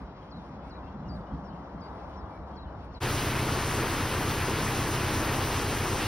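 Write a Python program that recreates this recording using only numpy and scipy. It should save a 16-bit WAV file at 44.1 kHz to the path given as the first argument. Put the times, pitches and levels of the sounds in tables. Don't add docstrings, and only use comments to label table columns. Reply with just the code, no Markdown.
import sys
import numpy as np
from scipy import signal
from scipy.fft import rfft, irfft
from scipy.io import wavfile
from scipy.ndimage import uniform_filter1d

SR = 44100
rng = np.random.default_rng(int(sys.argv[2]) if len(sys.argv) > 2 else 0)


def nominal_scale(level):
    x = np.asarray(level, float) / 20
    return 10 ** x


def master_out(mix):
    frames = np.transpose(np.atleast_2d(mix))
    ceiling = np.clip(frames, -1, 1)
    pcm = np.round(ceiling * 32767).astype(np.int16)
    wavfile.write(sys.argv[1], SR, pcm)


N = 267731
TIME = np.arange(N) / SR
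HZ = np.fft.rfftfreq(N, 1 / SR)


def rms_one(x):
    return x / np.sqrt(np.mean(x ** 2) + 1e-20)


def coloured(x, spectrum):
    hz, level_db = np.transpose(spectrum)
    gain_db = np.interp(np.log(HZ + 1), np.log(hz), level_db, left=-60)
    return rms_one(irfft(rfft(x) * nominal_scale(gain_db), N))


def drift(rate):
    step = 40
    r = np.exp(-2 * np.pi * step * rate / SR)
    noise = rng.standard_normal(N // step + 2002)
    slow = signal.lfilter([1], [1, -2 * r, r * r], noise)[2000:]
    return np.interp(np.arange(N) / step, np.arange(len(slow)), rms_one(slow))


def swells(calm_db, starts, holds, peaks_db, rise_s, fall_s):
    after = TIME - np.reshape(starts, (-1, 1))
    before_hold = np.maximum(-after, 0) / rise_s
    past_hold = np.maximum(after - np.reshape(holds, (-1, 1)), 0) / fall_s
    bells = np.exp(-2 * (before_hold + past_hold) ** 2)
    return 10 * np.log10(nominal_scale(2 * calm_db) + nominal_scale(2 * np.array(peaks_db)) @ bells)


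def resonate(x, hz, width_hz):
    r = np.exp(-np.pi * width_hz / SR)
    poles = [1, -2 * r * np.cos(2 * np.pi * hz / SR), r * r]
    return signal.lfilter(np.array([1, 0, -1]) * (1 - r * r) / 2, poles, x)


def patchy_noise(shared_db, own_db, rate):
    white = rng.standard_normal((2, 2, N))
    together = drift(rate / 2)
    edges = 20 * 2. ** np.arange(11) * np.append(np.ones(10), .95)
    out = 0
    for k, (low, high) in enumerate(zip(edges, edges[1:])):
        band = irfft(rfft(white[k % 2]) * ((HZ >= low) & (HZ < high)), N)
        out = out + band * nominal_scale(shared_db * together + own_db * drift(rate))
    return out


def microphones(field, pair):
    hz_per_turn = 6000
    hz, *columns = np.transpose(pair)
    lead, alike, balance_db = [np.interp(HZ, hz, c) for c in columns]
    lead = lead - 2 * np.pi * np.maximum(HZ - hz[-1], 0) / hz_per_turn
    alike = np.clip(alike, 0, 1)
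    direct, diffuse = rfft(field) * np.sqrt([(1 + alike) / 2, (1 - alike) / 2])
    turn = np.exp(.5j * lead) * nominal_scale(-balance_db / 2)
    return irfft(np.array([(direct + diffuse) / turn, (direct - diffuse) * turn]), N)


def tone(start, seconds, pitch_hz, level_db):
    after = TIME - start
    gain = nominal_scale(np.interp(after, seconds, level_db, left=-200, right=-200))
    phase = 2 * np.pi * np.cumsum(np.interp(after, seconds, pitch_hz)) / SR
    return np.sqrt(2) * gain * np.sin(phase)


def banks(dry, wet_db):
    t = np.arange(SR // 4) / SR
    tail = rng.standard_normal((2, SR // 4)) * nominal_scale(-60 * t / .4)
    tail = tail / np.sqrt(np.sum(tail[0] ** 2))
    return nominal_scale(wet_db) * signal.fftconvolve(dry[None], tail, axes=1)[:, :N]


def hull():
    # f/Hz, bandwidth/Hz, level/dB
    hull_modes = [(66, 23.5, 4), (73.1, 14, -1.5)]
    # f/Hz, bandwidth/Hz, level/dB
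    buffet_modes = [(144, 36, -1.5), (195.7, 27, 1.5), (282, 48, -7)]
    # t/s, hold/s, boom level/dB, buffeting level/dB
    gusts = [(0.01, .02, -42.5, -45), (.36, 0.025, -51, -43.5), (0.508, 0.077, -52, -46.5),
             (.66, .04, -46, -49), (.78, 0.12, -46, -52), (.96, .10, -54, -41.5), (1.082, 0.1, -40, -41),
             (1.33, 0.025, -38.5, -37.5), (1.435, .10, -51, -45), (1.562, 0.046, -56, -46),
             (1.759, 0.017, -44, -42), (1.92, 0.022, -45, -51), (2.06, .02, -42.5, -55),
             (2.176, .07, -41.5, -49), (2.407, .02, -42, -50), (2.518, .04, -47, -49),
             (2.646, 0.02, -39.5, -50), (2.77, .02, -41, -56), (2.864, .08, -44, -54)]
    starts, holds, boom_peaks_db, buffet_peaks_db = np.transpose(gusts)
    rise_s, fall_s = 0.031, 0.048
    boom_db = swells(-50, starts, holds, boom_peaks_db, rise_s, fall_s)
    buffet_db = swells(-52.5, starts, holds, buffet_peaks_db, rise_s, fall_s)
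    rumble_band = signal.butter(2, [35, 340], "band", fs=SR, output="sos")
    layers = 0
    for modes, level_db in ((hull_modes, boom_db), (buffet_modes, buffet_db)):
        shake = rng.standard_normal((2, N))
        body = 0
        for k, (hz, width, db) in enumerate(modes):
            body = body + nominal_scale(db) * resonate(shake, hz, width) * (-1) ** k / np.sqrt(width)
        body = rms_one(signal.sosfilt(rumble_band, body))
        body = body / np.sqrt(uniform_filter1d(body ** 2, size=SR // 12) + 0.035)
        layers = layers + nominal_scale(level_db) * body
    return layers


def traffic():
    # f/Hz, level/dB per Hz
    hum = [(250, 1.5), (320, -3.5), (420, -5.5), (600, -3.5), (1000, -4), (1400, -12), (2000, -24),
           (2600, -56.5)]
    peak_s, pass_s = 1.93, 0.99
    level_db = -56 + 3 / (1 + ((TIME - peak_s) / pass_s) ** 2)
    return nominal_scale(level_db + 8.5) * coloured(patchy_noise(shared_db=-1.0, own_db=0.54, rate=6.6), hum)


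def foliage():
    # t/s, hold/s, level/dB
    rustles = [(0, .01, -83), (0.107, 0.018, -106), (.23, .03, -92), (.37, .18, -92.5), (.65, .03, -87),
               (.86, .04, -97), (1.16, .04, -88), (1.34, .12, -98), (1.555, .04, -95), (1.85, .28, -88.5),
               (2.31, 0.046, -92), (2.49, .05, -94), (2.794, 0.054, -92), (2.937, .05, -91)]
    # f/Hz, level/dB per Hz
    leaf_spectrum = [(1400, -24), (2000, 5), (2800, 1), (4000, -2), (5200, -3.5), (6500, -13), (8500, -29),
                     (10000, -45), (14000, -76)]
    # f/Hz, level/dB per Hz
    reed_spectrum = [(6000, -10), (8000, 0), (10000, -3), (12000, -7), (13600, -9), (14300, -24),
                     (16000, -34)]
    calm_db, leaves_follow = -105, 0.17
    reeds_db = swells(calm_db, *np.transpose(rustles), rise_s=0.022, fall_s=.025)
    leaves_db = -67 + leaves_follow * (reeds_db - calm_db)
    leaves = coloured(patchy_noise(shared_db=1.0, own_db=.8, rate=14.), leaf_spectrum)
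    reeds = coloured(patchy_noise(shared_db=2.5, own_db=3.0, rate=25.), reed_spectrum)
    return nominal_scale(leaves_db) * leaves + nominal_scale(reeds_db + 4.5) * reeds


def far_birds():
    # t/s, length/s, start f/Hz, end f/Hz, level/dB
    whistles = [(.20, .04, 3250, 3250, -74), (.275, .04, 2480, 2500, -72), (.61, .05, 2480, 2600, -70),
                (.65, .05, 2150, 2350, -70), (.68, .06, 2650, 3050, -70), (.74, .05, 2350, 2450, -72),
                (.86, .05, 3150, 3350, -72), (.825, .07, 2650, 2800, -69), (1.04, .05, 2850, 2850, -69),
                (1.205, .025, 4850, 4150, -75), (1.26, .045, 2950, 2980, -71), (1.30, .03, 3250, 3250, -73),
                (1.49, .06, 2900, 3300, -70), (1.93, .04, 4800, 4000, -76), (2.085, .05, 2980, 2960, -70),
                (2.12, .04, 3300, 3250, -71), (2.24, .04, 3250, 3300, -72), (2.52, .10, 3250, 3200, -75),
                (2.64, .12, 3050, 2900, -76), (2.30, .10, 2330, 2270, -66), (2.67, .035, 3900, 4400, -78)]
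    # f/Hz, level/dB
    chatter = [(2450, -76), (2800, -75), (3250, -76), (3700, -78), (4150, -79)]
    share, swell_db = np.array([[0, .25, .75, 1], [-15, 0, -2, -15]])
    dry = np.zeros(N)
    for s, length, first_hz, last_hz, db in whistles:
        dry += tone(s, length * share, first_hz + (last_hz - first_hz) * share, db + swell_db)
    for hz, db in chatter:
        singing = np.clip(2 * drift(12) - .5, 0, 1)
        pitch = hz * (1 + .07 * drift(5) + .02 * drift(60))
        dry += nominal_scale(db) * singing * np.sin(2 * np.pi * np.cumsum(pitch) / SR)
    dry *= nominal_scale(4 * drift(80) - 3)
    return dry + banks(dry, 0.5)


def warbler():
    # t/s after start, f/Hz, level/dB
    drop_low = [(0, 6700, -22), (.010, 5500, -9), (.018, 4500, -1), (.026, 4130, 0), (.046, 3920, -3),
                (.072, 4120, -4), (.088, 3750, -6), (.108, 3250, -12), (.118, 3150, -30)]
    # t/s after start, f/Hz, level/dB
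    drop_high = [(0, 6900, -22), (.011, 5400, -7), (.019, 4800, 0), (.036, 4570, -2), (.068, 4800, -8),
                 (.082, 4450, -6), (.100, 3600, -11), (.114, 3250, -30)]
    # t/s after start, f/Hz, level/dB
    stair = [(0, 6500, -16), (.010, 5800, -6), (.020, 5480, 0), (.042, 5250, -3), (.062, 4100, -2),
             (.076, 3740, -2), (.100, 3480, -5), (.112, 3350, -25)]
    DROP_LOW, DROP_HIGH, STAIR = drop_low, drop_high, stair
    # t/s, note shape, level/dB, full voice/s
    song = [
        (.301, DROP_LOW, -57.5, .08),
        (0.693, DROP_LOW, -58, .10),
        (1.077, DROP_HIGH, -55.5, .10),
        (1.437, STAIR, -65, .05),
        (1.802, DROP_HIGH, -58, .065),
        (2.158, STAIR, -64.5, .04),
        (2.553, DROP_LOW, -57.5, .11),
        (2.932, DROP_LOW, -55, .08),
    ]
    trail_db_per_s = 160
    dry = 0
    for s, shape, db, full in song:
        trail_db = trail_db_per_s * np.maximum(TIME - s - full, 0)
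        dry = dry + nominal_scale(db - trail_db) * tone(s, *np.transpose(shape))
    dry = nominal_scale(1.2 * drift(40)) * dry
    return dry * np.array([[1], [.22]]) + banks(dry, -15)


def canal():
    # f/Hz, right leads/rad, likeness/0-1, left minus right/dB
    canal_pair = [(300, 0, .98, -.2), (480, -.1, .93, -.3), (650, -.1, .82, 3.4), (1000, .55, .83, 4.9),
                  (2000, .45, .65, 0), (2600, 2.6, .6, -.6), (3900, 3.14, .62, 1.2), (5600, 4.8, .73, .8),
                  (7300, 3.14, .8, 0)]
    return microphones(hull() + traffic() + foliage() + warbler(), canal_pair) + far_birds()


def bubbles(per_s, low_hz, high_hz):
    sizes = nominal_scale(3.0 * np.minimum(rng.exponential(1, (2, N)), 4)) * rng.choice([-1, 1], (2, N))
    born = rng.random((2, N)) < per_s * nominal_scale(3.0 * drift(7)) / SR
    pitches = np.geomspace(low_hz, high_hz, 14)
    dealt = rng.integers(0, 14, N)
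    ringing = 0
    for k, hz in enumerate(pitches):
        ringing = ringing + resonate(sizes * born * (dealt == k) + 1e-18, hz, hz / 7.6)
    return rms_one(ringing)


def falling_jets():
    # f/Hz, level/dB per Hz
    jet_spectrum = [(25, -28), (45, -19), (80, -10), (140, -8.5), (200, -9.5), (330, -5), (450, -8),
                    (600, -13.5), (1000, -9.5), (1600, -14), (2800, -16), (3600, -21.5), (6500, -25.5),
                    (16000, -33.5)]
    # t/s, hold/s, gurgle re roar level/dB
    surges = [
        (3.50, .04, 4),
        (3.771, 0.057, 0),
        (4.31, 0.014, -0.5),
        (4.446, 0.026, 1.5),
        (4.592, 0.034, 3),
        (5.05, .05, -2),
    ]
    calm_db, roar_follows, bubbles_per_s = -3.5, 0.068, 2000
    gurgle_db = swells(calm_db, *np.transpose(surges), rise_s=0.034, fall_s=0.044)
    roar_db = -33.5 + roar_follows * (gurgle_db - calm_db)
    roar = coloured(patchy_noise(shared_db=0.0, own_db=1.14, rate=8.9), jet_spectrum)
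    spray = signal.sosfilt(signal.butter(2, 3500, "high", fs=SR, output="sos"), roar)
    roar = roar + (nominal_scale(2.5) - 1) * spray
    fizz = nominal_scale(-9.5) * bubbles(bubbles_per_s, low_hz=484, high_hz=1853)
    pockets = bubbles(bubbles_per_s / 12., low_hz=194.6, high_hz=425)
    return nominal_scale(roar_db + 2.5) * (roar + fizz + nominal_scale(gurgle_db - 10.0) * pockets)


def diesel():
    # multiple of the cycle rate, level/dB rms
    engine_tones = [(4, -41.5), (7, -45.5), (8, -54), (9, -46), (10, -44.5), (11, -43.5), (12, -40),
                    (13, -44.5), (14, -54), (15, -48), (16, -37.5), (20, -44.5), (28, -45.5), (40, -49)]
    cycle_hz, cycle_start = 7.885, .22
    turns = 2 * np.pi * (cycle_start + np.cumsum(cycle_hz * (1 + 0.0014 * drift(0.49))) / SR)
    tones = 0
    for k, db in engine_tones:
        waver_db = (2.2 if k > 4 else 1) * drift(6)
        phase = rng.uniform(0, 7) * (k % 4 > 0)
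        tones = tones + nominal_scale(db + waver_db) * np.cos(k * turns + phase)
    return np.sqrt(2) * tones * np.array([[1], [0]])


def lock():
    # f/Hz, right leads/rad, likeness/0-1, left minus right/dB
    lock_pair = [(200, 0, .9985, 0), (540, -.1, .988, 0), (750, 0, .985, 3.4), (1500, 0, .99, 3.8),
                 (1700, -.1, .9, 0), (2550, -.6, .93, 0), (3500, 0, .92, 0), (4350, -.55, .87, 0),
                 (5100, -.15, .89, 0), (7300, -3.14, .78, 0), (10650, -6.28, .86, 0)]
    return microphones(falling_jets() + nominal_scale(-1.5) * diesel(), lock_pair)


def scene():
    cut_s, fade_out_s, fade_in_s = 3.001, 0.027, 0.034
    fade_out = np.clip((cut_s - TIME) / fade_out_s, 0, 1)
    fade_in = np.clip((TIME - cut_s) / fade_in_s, 0, 1)
    return fade_out * canal() + fade_in * lock()


def joint_stereo(x):
    band_edges = [80, 88, 96, 108, 120, 132, 144, 160, 176, 196, 216, 240, 264, 292, *range(320, 705, 32),
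                  733, 1025]
    lead = 1024 - 352
    pair = np.pad(np.array([x[0] + x[1], x[0] - x[1]]) / 2, ((0, 0), (lead, 0)))
    window = np.sin(np.pi * (np.arange(2048) + .5) / 2048)
    lines = signal.stft(pair, window=window, nperseg=2048)[2]
    for low, high in zip(band_edges, band_edges[1:]):
        power = uniform_filter1d(np.mean(np.abs(lines[:, low:high]) ** 2, axis=1), size=2)
        masked_db = -6.3 if low > 250 else np.array([[-99], [-10.5]])
        floor_db = -119 + 3.0 * (low > 570) + 6.0 * (low > 630)
        unmasked = power > power[::-1] * nominal_scale(2 * masked_db)
        kept = unmasked & (power > nominal_scale(2 * floor_db)) & (high < 1025)
        lines[:, low:high] *= kept[:, None]
    mid, side = signal.istft(lines, window=window, nperseg=2048)[1][:, lead:lead + N]
    return np.array([mid + side, mid - side])


def top_cut(x):
    return signal.sosfilt(signal.butter(12, 15960, fs=SR, output="sos"), x)


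def record(dry):
    cut = signal.sosfilt(signal.butter(4, 24, "high", fs=SR, output="sos"), dry)
    mix = joint_stereo(cut)
    return top_cut(mix)


dry = scene()
out = record(dry)
master_out(out)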